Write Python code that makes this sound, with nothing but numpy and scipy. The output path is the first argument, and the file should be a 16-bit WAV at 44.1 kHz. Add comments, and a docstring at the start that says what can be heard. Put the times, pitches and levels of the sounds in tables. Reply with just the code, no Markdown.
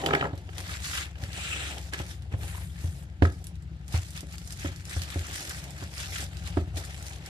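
"""Cardboard box on a counter

Hands slide, turn and set down a box and its wrapping close to two microphones in a small, hard room.
Rubbing is patchy, grainy noise; jolts and thuds are damped modes with puffs of noise; wrapping ticks are
noise bursts. The hits draw a short room tail. An engine idling outside is a bank of wavering shaft
orders, over a bed of room tone."""
import sys
import numpy as np
from scipy import signal
from scipy.fft import rfft, irfft, next_fast_len
from scipy.io import wavfile
from scipy.ndimage import uniform_filter1d, map_coordinates

SR = 44100
rng = np.random.default_rng(int(sys.argv[2]) if len(sys.argv) > 2 else 0)


def master(y):
    """Save y as 16-bit WAV."""
    cut = np.clip(np.atleast_2d(y).T, -1, 1)
    pcm = np.round(cut * 32767)  # scale
    wavfile.write(sys.argv[1], SR, pcm.astype(np.int16))


N = 321474

# Strokes of hands and box. Each row: moment of full strength in seconds, rise in seconds, hold in seconds,
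# then starting hold levels of box walls, card surface and wrapping in dB.
STROKES = [(0.0, 0.041, 0.05, -34.5, -45, -50), (0.07, 0.042, 0.18, -33, -42.5, -58),
           (0.33, 0.048, .005, -47, -62, -77), (0.582, 0.11, 0.039, -54, -51, -51.5),
           (0.71, 0.16, 0.047, -54.5, -42, -44.5), (0.848, 0.067, 0.12, -73, -38.5, -38),
           (0.959, 0.1, 0.057, -67, -35.5, -40), (1.23, 0.095, 0.035, -51.5, -49.5, -53),
           (1.375, 0.15, 0.33, -56, -44, -46.5), (1.7, 0.24, 0.078, -47, -47.5, -49.5),
           (1.832, 0.083, 0.055, -61, -54, -51.5), (1.926, 0.0073, 0.015, -46.5, -42, -50),
           (1.982, 0.026, 0.028, -53, -43, -47), (2.1, 0.11, .02, -54.5, -50, -47.5),
           (2.319, 0.017, 0.0078, -53.5, -53, -61.5), (2.424, 0.039, .21, -53.5, -47.5, -54),
           (2.825, 0.25, 0.056, -57, -51.5, -53), (2.938, 0.12, 0.1, -60, -59, -61.5),
           (3.225, 0.0095, 0.026, -43, -46, -49.5), (3.317, .05, 0.1, -63, -68, -60),
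           (3.949, 0.059, 0.01, -44, -40.5, -40), (4.025, .05, 0.066, -74, -54.5, -50),
           (4.161, 0.051, 0.01, -64, -46, -46), (4.327, 0.094, 0.014, -59.5, -51.5, -50.5),
           (4.477, 0.23, 0.14, -61, -56.5, -53), (4.6, 0.044, .045, -60, -46.5, -47.5),
           (4.651, .012, 0.013, -52, -41, -45.5), (4.72, .012, 0.008, -58, -52, -55),
           (4.77, 0.051, .04, -74, -59, -57), (4.908, 0.077, 0.13, -58, -45, -43),
           (5.118, 0.17, 0.29, -58, -45, -47.5), (5.353, 0.15, 0.24, -54.5, -42, -41),
           (5.588, 0.1, 0.14, -65, -51, -53), (5.79, 0.084, 0.055, -58, -48.5, -49.5),
           (6.006, 0.15, 0.034, -53.5, -41, -41), (6.153, 0.12, 0.068, -52, -39.5, -39.5),
           (6.327, 0.084, 0.15, -60, -53, -56.5), (6.469, 0.071, 0.02, -52, -45.5, -47),
           (6.568, 0.07, 0.022, -56, -48, -53.5), (6.773, 0.028, 0.0081, -48.5, -42.5, -41),
           (6.843, .05, 0.24, -63, -50, -50.5), (7.062, .06, 0.087, -71, -50.5, -50),
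           (7.26, 0.089, .04, -62, -52.5, -53.5)]
RISE_DB = 20.5  # climb over one rise time
# Box walls, card, wrapping: sag while held, then fall after the hand lets go, in dB per second.
SAG_DB_PER_S = [12, 24.5, 23]
FALL_DB_PER_S = [278, 230, 265]
# Faint rustle of the held box between strokes. Each row: time in seconds, level before the shares in dB.
GRIP = [(0, -72), (.42, -55.5), (.55, -55), (1.05, -53), (1.15, -66), (1.3, -52), (1.75, -52.5), (1.9, -65),
        (2.3, -59), (2.45, -52.5), (2.7, -71), (3.15, -61.5), (3.5, -62.5), (4.1, -62), (4.85, -63),
        (5.05, -55), (5.5, -52), (6.3, -58), (7.29, -52)]
# Share of that rustle given to box walls, card and wrapping, in dB.
GRIP_SHARE_DB = [-2.5, -5, -11.5]
# Rubbing colour of the box walls. Each row: frequency in Hz, relative level in dB.
WALL_COLOUR = [(150, -36), (280, 3.5), (450, -2.5), (800, 1.5), (1200, -15), (2000, -38)]
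# Rubbing colour of the card surface. Each row: frequency in Hz, relative level in dB.
CARD_COLOUR = [(500, -28), (1100, -4.5), (1800, 2.5), (2700, -0.5), (3600, -2), (5000, -11.5),
               (7600, -11.5), (10000, -40), (15000, -46)]
# Rubbing colour of the wrapping. Each row: frequency in Hz, relative level in dB.
WRAP_COLOUR = [(1500, -53), (3500, -7), (5000, -3), (7500, -5), (9500, -6.5), (11500, -8), (13500, -11.5),
               (15000, -2), (15400, -50)]

# Idling engine. Each row: time in seconds, drone level in dB, twelfth order level in dB.
ENGINE_LEVELS = [(0, -45.5, -61), (.6, -41.5, -66), (2.1, -39.5, -62), (2.5, -37, -53), (3.0, -41.5, -57),
                 (3.6, -39.5, -54.5), (4.9, -42.5, -57), (5.5, -45.5, -55), (5.9, -44, -46),
                 (6.2, -41, -50.5), (6.5, -35, -49.5), (6.85, -42, -50), (7.29, -43, -47)]
# Orders in the drone. Each row: multiple of the shaft rate, relative level in dB.
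DRONE_ORDERS = [(4, -15), (5, -3), (6, 2), (7, -11), (8, -1.5), (11, -11), (14, -11), (15, -10), (16, -20)]
SHAFT_HZ = 11.5  # centre of a slow drift
CALM = 0.27  # the fifth and sixth orders waver by this share of the others

# Room tone colour. Each row: frequency in Hz, relative level in dB.
AIR_COLOUR = [(18, -22), (45, -1), (62, -0.5), (95, -4.5), (177, -7), (256, -22.5), (332, -19), (606, -48),
              (897, -51), (1110, -39.5), (1400, -32), (4910, -43), (11000, -94), (13300, -76), (15500, -85)]
AIR_DB = -47

# The box jolting over the counter. Each row: start in seconds, clack level in dB, brightest ring in Hz,
# box knock level in dB.
JOLTS = [(0.037, -30, 1720, -22), (0.061, -18, 2600, -20), (0.087, -23, 1240, -22),
         (0.107, -19.5, 1680, -24.5), (0.131, -23, 2020, -34), (0.135, -12, 1570, -17),
         (0.1499, -16.5, 1880, -24.5), (0.21, -19.5, 2230, -24), (0.225, -20.5, 1290, -25),
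         (0.241, -24, 1290, -23), (0.253, -23, 1490, -28.5), (0.49, -39, 2240, -41),
         (0.694, -33.5, 1700, -70), (1.155, -38.5, 2300, -59), (1.934, -27, 1850, -47),
         (1.94, -29.5, 2120, -41), (1.943, -33, 1850, -46), (2.319, -42, 1230, -40), (2.547, -40, 900, -50),
         (2.578, -41, 1000, -52), (3.2226, -19, 1730, -43), (3.251, -21, 1400, -31),
         (4.658, -30, 1820, -51), (6.5708, -28, 1200, -53)]
# Ringing of the card flaps. Each row: frequency in Hz, relative strength in dB, t60 in seconds.
FLAP_MODES = [(1010, 1.5, 0.023), (1300, 1, 0.027), (1680, 2, 0.022), (1880, -2.5, 0.022),
              (2400, -6.5, 0.02), (2720, -3, 0.022), (2990, -1.5, .025), (3640, -9, .02)]
AWAY_DB = 15  # a flap mode loses this much per octave from the brightest ring
# Hollow body of the jolting box. Each row: frequency in Hz, relative strength in dB, t60 in seconds.
HOLLOW_MODES = [(159.4, -7.5, 0.09), (266, -5, 0.03), (402, 5, 0.03), (790, -5.5, 0.049)]

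# Decay of the room. Each row: frequency in Hz, t60 in seconds.
ROOM_DECAY = [(80, 0.34), (500, 0.29), (2000, 0.24), (10000, 0.12)]

# Ticks and snaps of wrapping. Each row: start in seconds, snap level in dB, centre in Hz,
# left over right in dB.
TICKS = [(0.0615, -19, 3600, 4), (0.1486, -29, 3000, -6), (0.354, -43, 8000, -3), (0.377, -37.5, 3650, 4),
         (0.5815, -24, 3420, 4), (0.8245, -41, 5640, 8.5), (1.186, -42, 2400, 0), (1.222, -35.5, 5000, -1),
         (1.237, -31, 2600, 0), (1.3307, -30, 3500, 1), (1.7818, -29, 3270, 0), (1.9357, -24.5, 4600, -1),
         (2.222, -41, 3040, -2.0), (2.807, -39, 3640, 2), (3.322, -38, 7010, -2),
         (3.442, -31.5, 9400, -0.5), (3.469, -27.5, 8530, -1), (3.555, -45.5, 3840, -0.5),
         (3.624, -44.5, 7750, -3), (3.8804, -32, 6940, 0), (3.925, -32, 4570, 1), (4.1056, -29, 8740, -1.0),
         (4.133, -38, 6000, 0), (4.176, -29, 4000, 0), (4.2068, -29.5, 6800, -6), (4.3255, -37, 6000, 0),
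         (4.3819, -29.5, 5500, 3), (4.4168, -38, 3500, 0), (4.475, -31, 7060, -4), (4.506, -29, 4550, 0),
         (4.5234, -26, 5960, -2), (4.596, -35.5, 5630, -12), (4.761, -34, 4660, 0), (4.8535, -30, 5410, 0),
         (4.8954, -32, 4200, -4), (5.0186, -23, 3550, -4), (5.103, -29, 3300, 10), (5.1923, -28, 4230, 2),
         (5.268, -31, 7250, -2.0), (5.355, -27, 7400, -2.5), (5.405, -31, 8000, -2), (5.494, -24, 8500, 2),
         (5.6405, -32.5, 5330, -5), (5.7066, -34.5, 7100, -13), (5.981, -28, 3680, -10),
         (6.0586, -31, 3770, -4), (6.206, -28, 5000, 0), (6.241, -29.5, 6500, -2),
         (6.3699, -34.5, 3910, -7), (6.4743, -28, 3420, -9), (6.679, -48, 3030, 5), (6.776, -25.5, 3380, 6),
         (6.851, -31, 7190, 4), (7.026, -32.5, 7790, -3.0), (7.066, -29, 5540, 1), (7.2608, -28, 5140, 0)]

# Blows on the counter. Each row: start in seconds, box knock in dB, counter boom in dB, lift of the upper
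# boom modes in dB, flap slap in dB, left over right in dB before the box's lean to the right.
THUDS = [(0.332, -30, -30.5, 23, -40, -1), (1.23, -37, -27.5, 16, -42, 2.5),
         (1.999, -37, -27.5, 10, -31, 1), (2.005, -32, -31, 10, -39, 0), (2.338, -32, -22, 17.5, -32.5, 0),
         (2.841, -35.5, -24, 3, -42, 2.5), (3.222, -9.5, -13, 4, -17.5, -2), (3.9408, -38, -18, 12, -33, 0),
         (4.231, -36, -41, 7, -45, 5), (4.647, -26, -33, 6, -36, 0), (4.6503, -28, -28, 6, -38, 0),
         (4.964, -36, -24.5, 9, -35, 2), (5.159, -26, -24.5, 0, -41, 0.5),
         (5.824, -34.5, -32.5, 16, -39, -1), (6.226, -38.5, -41, 4, -38, 1),
         (6.5706, -17.5, -25, 9, -27, -0.5), (6.5735, -22.5, -22, 9, -27, -0.5),
         (6.74, -51, -29.5, 2, -43, 2)]
# Box struck by a blow. Each row: frequency in Hz, relative strength in dB, t60 in seconds.
BOX_MODES = [(205, -1.5, 0.06), (268, 0, 0.045), (297, 5.5, 0.045), (362, 5.5, 0.038), (458, -2, 0.045),
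             (542, -3.5, 0.055), (679, -8, 0.057)]
# Counter boom, upper modes before their lift. Each row: frequency in Hz, relative strength in dB,
# t60 in seconds.
COUNTER_MODES = [(84.7, 12, 0.19), (106, -2, 0.2), (145, -14.5, 0.13)]

# The box sliding across the counter. Each row: time in seconds, level in dB.
SLIDE_LEVEL = [(1.2, -90), (1.32, -50), (1.36, -42), (1.42, -39), (1.5, -36.5), (1.65, -37.5),
               (1.74, -44.5), (1.8, -66), (1.9, -90)]
# Colour of that slide. Each row: frequency in Hz, relative level in dB.
SLIDE_COLOUR = [(900, -23), (1300, -5), (1800, -3), (2150, -4), (2600, 1.5), (3400, -3.5), (4100, -8.5),
                (4700, -18.5), (6800, -15), (7600, -7.5), (8600, -12.5), (15200, -33)]

# A palm gliding over smooth tape. Each row: time in seconds, level in dB.
GLIDE_LEVEL = [(2.3, -88), (2.39, -59), (2.42, -52), (2.6, -50), (2.7, -61.5), (2.79, -64), (2.81, -55),
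               (3.04, -61), (3.07, -90)]
# Colour of the tape. Each row: frequency in Hz, relative level in dB.
TAPE_COLOUR = [(4000, -38), (7000, -3), (11500, -0.5), (15000, -5), (15400, -37)]

# Stereo width of the noises. Each row: frequency in Hz, left-right likeness (1 is identical).
LIKENESS = [(60, 1), (300, 1), (700, 1), (1500, 0.54), (3000, 0.3), (6000, 0.2), (15000, 0.2)]
# Colour shared by both ports. Each row: frequency in Hz, gain in dB.
MIC_COLOUR = [(25, -14), (50, -7.5), (65, 0.5), (6500, 1.5), (7600, 2.5), (8800, 0.5), (12000, 0),
              (14500, -13), (16000, -39)]
# Difference between the ports. Each row: frequency in Hz, left over right in dB.
PORT_BALANCE = [(60, 4.5), (200, 2.3), (700, 0.5), (1300, 5.5), (2400, 2.4), (4400, -2.5), (8100, -2.5),
                (15000, 6.5)]
LAG_S = .00022  # the left port hears later
TOP_HZ = 16200


def amp(db):
    """Gain of a level in dB."""
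    return 10 ** (np.asarray(db) / 20)


def unit(x):
    """x at rms 1."""
    return x / np.sqrt(np.mean(x ** 2) + 1e-20)


def along(points, hz):
    """Reads (Hz, value) points on a log frequency axis."""
    f, v = np.transpose(points)
    return np.interp(np.log(hz + 1), np.log(f + 1), v)


def curves(rows):
    """One automation curve, a value per sample, for each column after the time."""
    s, *columns = np.transpose(rows)
    return [np.interp(np.arange(N) / SR, s, column) for column in columns]


def wobble(rate):
    """A smooth random curve, rate knots a second."""
    coarse = np.arange(0, N + 48, 48)  # splined every 48 samples, straight between
    knots = rng.standard_normal(int(N * rate / SR) + 4)
    return np.interp(np.arange(N), coarse, map_coordinates(knots, [coarse * rate / SR]))


def filtered(x, response):
    """x times a complex response of frequency."""
    m = next_fast_len(N + SR // 2)
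    hz = np.fft.rfftfreq(m, 1 / SR)
    return irfft(rfft(x, m) * response(hz), m)[..., :N]


def ports(pair, colour=((20, 0), (20000, 0))):
    """Two unrelated signals become left and right: alike in the bass, nearly unrelated in the treble."""
    def mid_side_gain(hz):
        turn = np.arccos(np.clip(along(LIKENESS, hz), -1, 1)) / 2
        return amp(along(colour, hz)) * [np.cos(turn), np.sin(turn)]

    mid, side = filtered(pair, mid_side_gain)
    return np.array([mid + side, mid - side])


def grainy_noise(colour, patchy_db, grain_db, grain_rate, crackle=0.):
    """Stereo noise of rms 1: patchy in time and pitch, broken into grains, with optional cracks."""
    z = signal.stft(rng.standard_normal((2, N)), nperseg=256)[2]
    patches = uniform_filter1d(rng.standard_normal(z.shape[1:]), 5, 0)
    patches = unit(uniform_filter1d(patches, 12, 1))
    pair = signal.istft(z * amp(patchy_db * patches), nperseg=256)[1][:, :N]
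    grains = amp(grain_db * wobble(grain_rate))
    return unit(ports(pair * (grains + crackle), colour))


def ring(modes, t, attack, spread_db):
    """Damped modes at new strengths each time, a little different at each port; peak 1."""
    tone = 0
    for hz, db, t60 in modes:
        chance_db = rng.normal(0, 0.47) + rng.normal(0, spread_db, (2, 1))
        tone = tone + amp(db + chance_db - 60 * t / t60) * np.sin(2 * np.pi * hz * t)
    tone = tone * (1 - np.exp(-t / attack))
    return tone / np.abs(tone).max()


def burst(t, hz, width, t60, attack=0.0001, order=1):
    """A dying puff of noise through a broad resonance (twice for dull card), partly alike at both ports."""
    f = np.fft.rfftfreq(len(t), 1 / SR)
    noise = rng.standard_normal((3, len(t)))
    puff = noise[0] + 2.0 * noise[1:]  # shared noise plus each port's own
    puff = puff * amp(-60 * t / t60) * (1 - np.exp(-t / attack))
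    resonance = 1j * f / (hz * hz - f * f + 1j * f * hz * width)
    puff = irfft(rfft(puff) * resonance ** order, len(t))
    return puff / np.abs(puff).max()


def add(out, s, sound, pan_db=0):
    """Lays a stereo sound on the track at time s, left over right by pan_db."""
    pan = amp(np.array([[.5], [-.5]]) * pan_db)
    out[:, round(s * SR):][:, :sound.shape[1]] += pan * sound


def strokes():
    """Gains of walls, card and wrapping: over the grip, each stroke rises, sags while held, then falls."""
    t = np.arange(0, N / SR + .002, .002)
    grip_db = np.interp(t, *np.transpose(GRIP))
    power = amp(np.add.outer(GRIP_SHARE_DB, grip_db)) ** 2
    for s, rise, hold, *db in STROKES:
        before = np.maximum(s - t, 0)
        held = np.clip(t - s, 0, hold)
        after = np.maximum(t - s - hold, 0)
        shape_db = -RISE_DB * before / rise - np.outer(SAG_DB_PER_S, held) - np.outer(FALL_DB_PER_S, after)
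        power = power + amp(np.array(db)[:, None] + shape_db) ** 2
    return [np.interp(np.arange(N) / SR, t, np.sqrt(p)) for p in power]


def fibres(rate):
    """Sparse cracks of fibres and creases, rate a second, each dead within about a millisecond."""
    cracks = (rng.random(N) < rate / SR) * rng.exponential(1, N)
    return signal.lfilter([1], [1, -.94], cracks)


def rubbing():
    """Hands and box drag over surfaces that slip in grains; card and wrapping crack together."""
    walls, card, wrap = strokes()
    cracks = fibres(rate=110.)
    wall_rub = grainy_noise(WALL_COLOUR, patchy_db=1.5, grain_db=2.0, grain_rate=55.0)
    card_rub = grainy_noise(CARD_COLOUR, patchy_db=2.2, grain_db=2.0, grain_rate=150., crackle=1.15 * cracks)
    wrap_rub = grainy_noise(WRAP_COLOUR, patchy_db=2.0, grain_db=2, grain_rate=210.0, crackle=1.4 * cracks)
    return walls * wall_rub + card * card_rub + wrap * wrap_rub


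def engine():
    """Shaft orders, each swelling on its own as firings differ; the twelfth booms as the load changes."""
    level_db, boom_db = curves(ENGINE_LEVELS)
    shaft = 2 * np.pi * np.cumsum(SHAFT_HZ + 0.076 * wobble(1.49)) / SR

    def order(k):
        loose = CALM if k in (5, 6) else 1
        swell = amp(3.0 * loose * wobble(3.6))
        phase = rng.uniform(0, 2 * np.pi) + 0.27 * loose * wobble(5.0)
        return swell * np.sin(k * shaft + phase)

    drone = unit(sum(amp(db) * order(k) for k, db in DRONE_ORDERS))
    boom = unit(amp(3.5 * wobble(6.)) * order(k=12))
    return amp(level_db) * drone + amp(boom_db) * boom


def air():
    """Room tone: a steady, bass-heavy bed of gently uneven noise."""
    return amp(AIR_DB) * grainy_noise(AIR_COLOUR, patchy_db=1.15, grain_db=-0.8, grain_rate=39.0)


def jolts():
    """Short clacks of card: flaps ring near their brightest pitch over a puff of noise and a box knock."""
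    out, t = np.zeros((2, N + SR)), np.arange(SR // 6) / SR
    for s, db, hz, knock_db in JOLTS:
        flaps = [(f, level - AWAY_DB * abs(np.log2(f / hz)), t60) for f, level, t60 in FLAP_MODES]
        puff = burst(t, hz, width=0.71, t60=0.029, attack=0.0005, order=2)
        clack = ring(flaps, t, 0.00077, spread_db=3.5) + 0.61 * puff
        knock = ring(HOLLOW_MODES, t, 0.0025, spread_db=3.0)
        add(out, s, amp(db) * clack + amp(knock_db) * knock)
    return out[:, :N]


def room(x):
    """A tail of noise after a short gap; each frequency of the room's answer dies at its own speed."""
    hz, t, z = signal.stft(rng.standard_normal((2, SR // 2)), SR, nperseg=256)
    decay = amp(-60 * t / along(ROOM_DECAY, hz)[:, None])
    tail = signal.istft(z * decay, SR, nperseg=256)[1]
    tail = np.pad(tail / np.linalg.norm(tail[0]), ((0, 0), (150, 0)))  # gap in samples
    return ports(signal.fftconvolve(x.mean(0)[None], tail, axes=1)[:, :N])


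def ticks():
    """A crease snaps: a sharp burst with a weaker, broader flutter that outlasts it."""
    out, t = np.zeros((2, N + SR)), np.arange(SR // 8) / SR
    for s, db, hz, pan_db in TICKS:
        snap = burst(t, hz, width=0.65, t60=0.012)
        flutter = burst(t, hz, width=4.4, t60=0.076)
        add(out, s, amp(db) * (snap + 0.44 * flutter), pan_db)
    return out[:, :N]


def thuds():
    """Every blow knocks the hollow box, slaps its flaps, and the counter booms a moment later."""
    out, t = np.zeros((2, N + SR)), np.arange(SR // 3) / SR
    for s, knock_db, boom_db, upper_db, slap_db, pan_db in THUDS:
        knock = amp(knock_db) * ring(BOX_MODES, t, 0.0019, spread_db=0.5)
        slap = burst(t, hz=638, width=0.89, t60=0.042, order=2)
        slap = slap + amp(-8) * burst(t, hz=1390, width=0.62, t60=0.046, order=2)
        add(out, s, amp(slap_db) * slap - knock, pan_db)
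        modes = [(hz, db + upper_db * (k > 0), t60) for k, (hz, db, t60) in enumerate(COUNTER_MODES)]
        boom = ring(modes, t, 0.0021, spread_db=0.2)
        add(out, s + 0.0014, amp(boom_db) * boom, pan_db)
    return out[:, :N]


def sliding():
    """The box scrapes across the counter: one long swell of grainy friction."""
    return amp(curves(SLIDE_LEVEL)) * grainy_noise(SLIDE_COLOUR, patchy_db=1.6, grain_db=1.2, grain_rate=90.)


def gliding():
    """A palm glides over smooth tape: a faint, bright hiss of friction."""
    return amp(curves(GLIDE_LEVEL)) * grainy_noise(TAPE_COLOUR, patchy_db=2.5, grain_db=2.0, grain_rate=90.)


def scene():
    """Hits with their room, rubbing, engine and room tone; the box stands nearer the right port."""
    box_hits = (thuds() + jolts()) * amp([[-2.2], [2.2]])
    snaps = ticks()
    tail = amp([[-1.5], [1.5]]) * room(amp(-12) * box_hits + amp(-5.0) * snaps)
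    friction = rubbing() + sliding() + gliding()
    return box_hits + snaps + tail + friction + engine() + air()


def record(dry):
    """Two ports a few centimetres apart, each with its colour and delay; nothing above the band limit."""
    side = np.array([[.5], [-.5]])

    def response(hz):
        colour = amp(along(MIC_COLOUR, hz) + side * along(PORT_BALANCE, hz))
        delay = np.exp(-2j * np.pi * hz * LAG_S * side)
        return colour * delay * (hz < TOP_HZ)

    return filtered(dry, response)


dry = scene()
out = record(dry)
master(out)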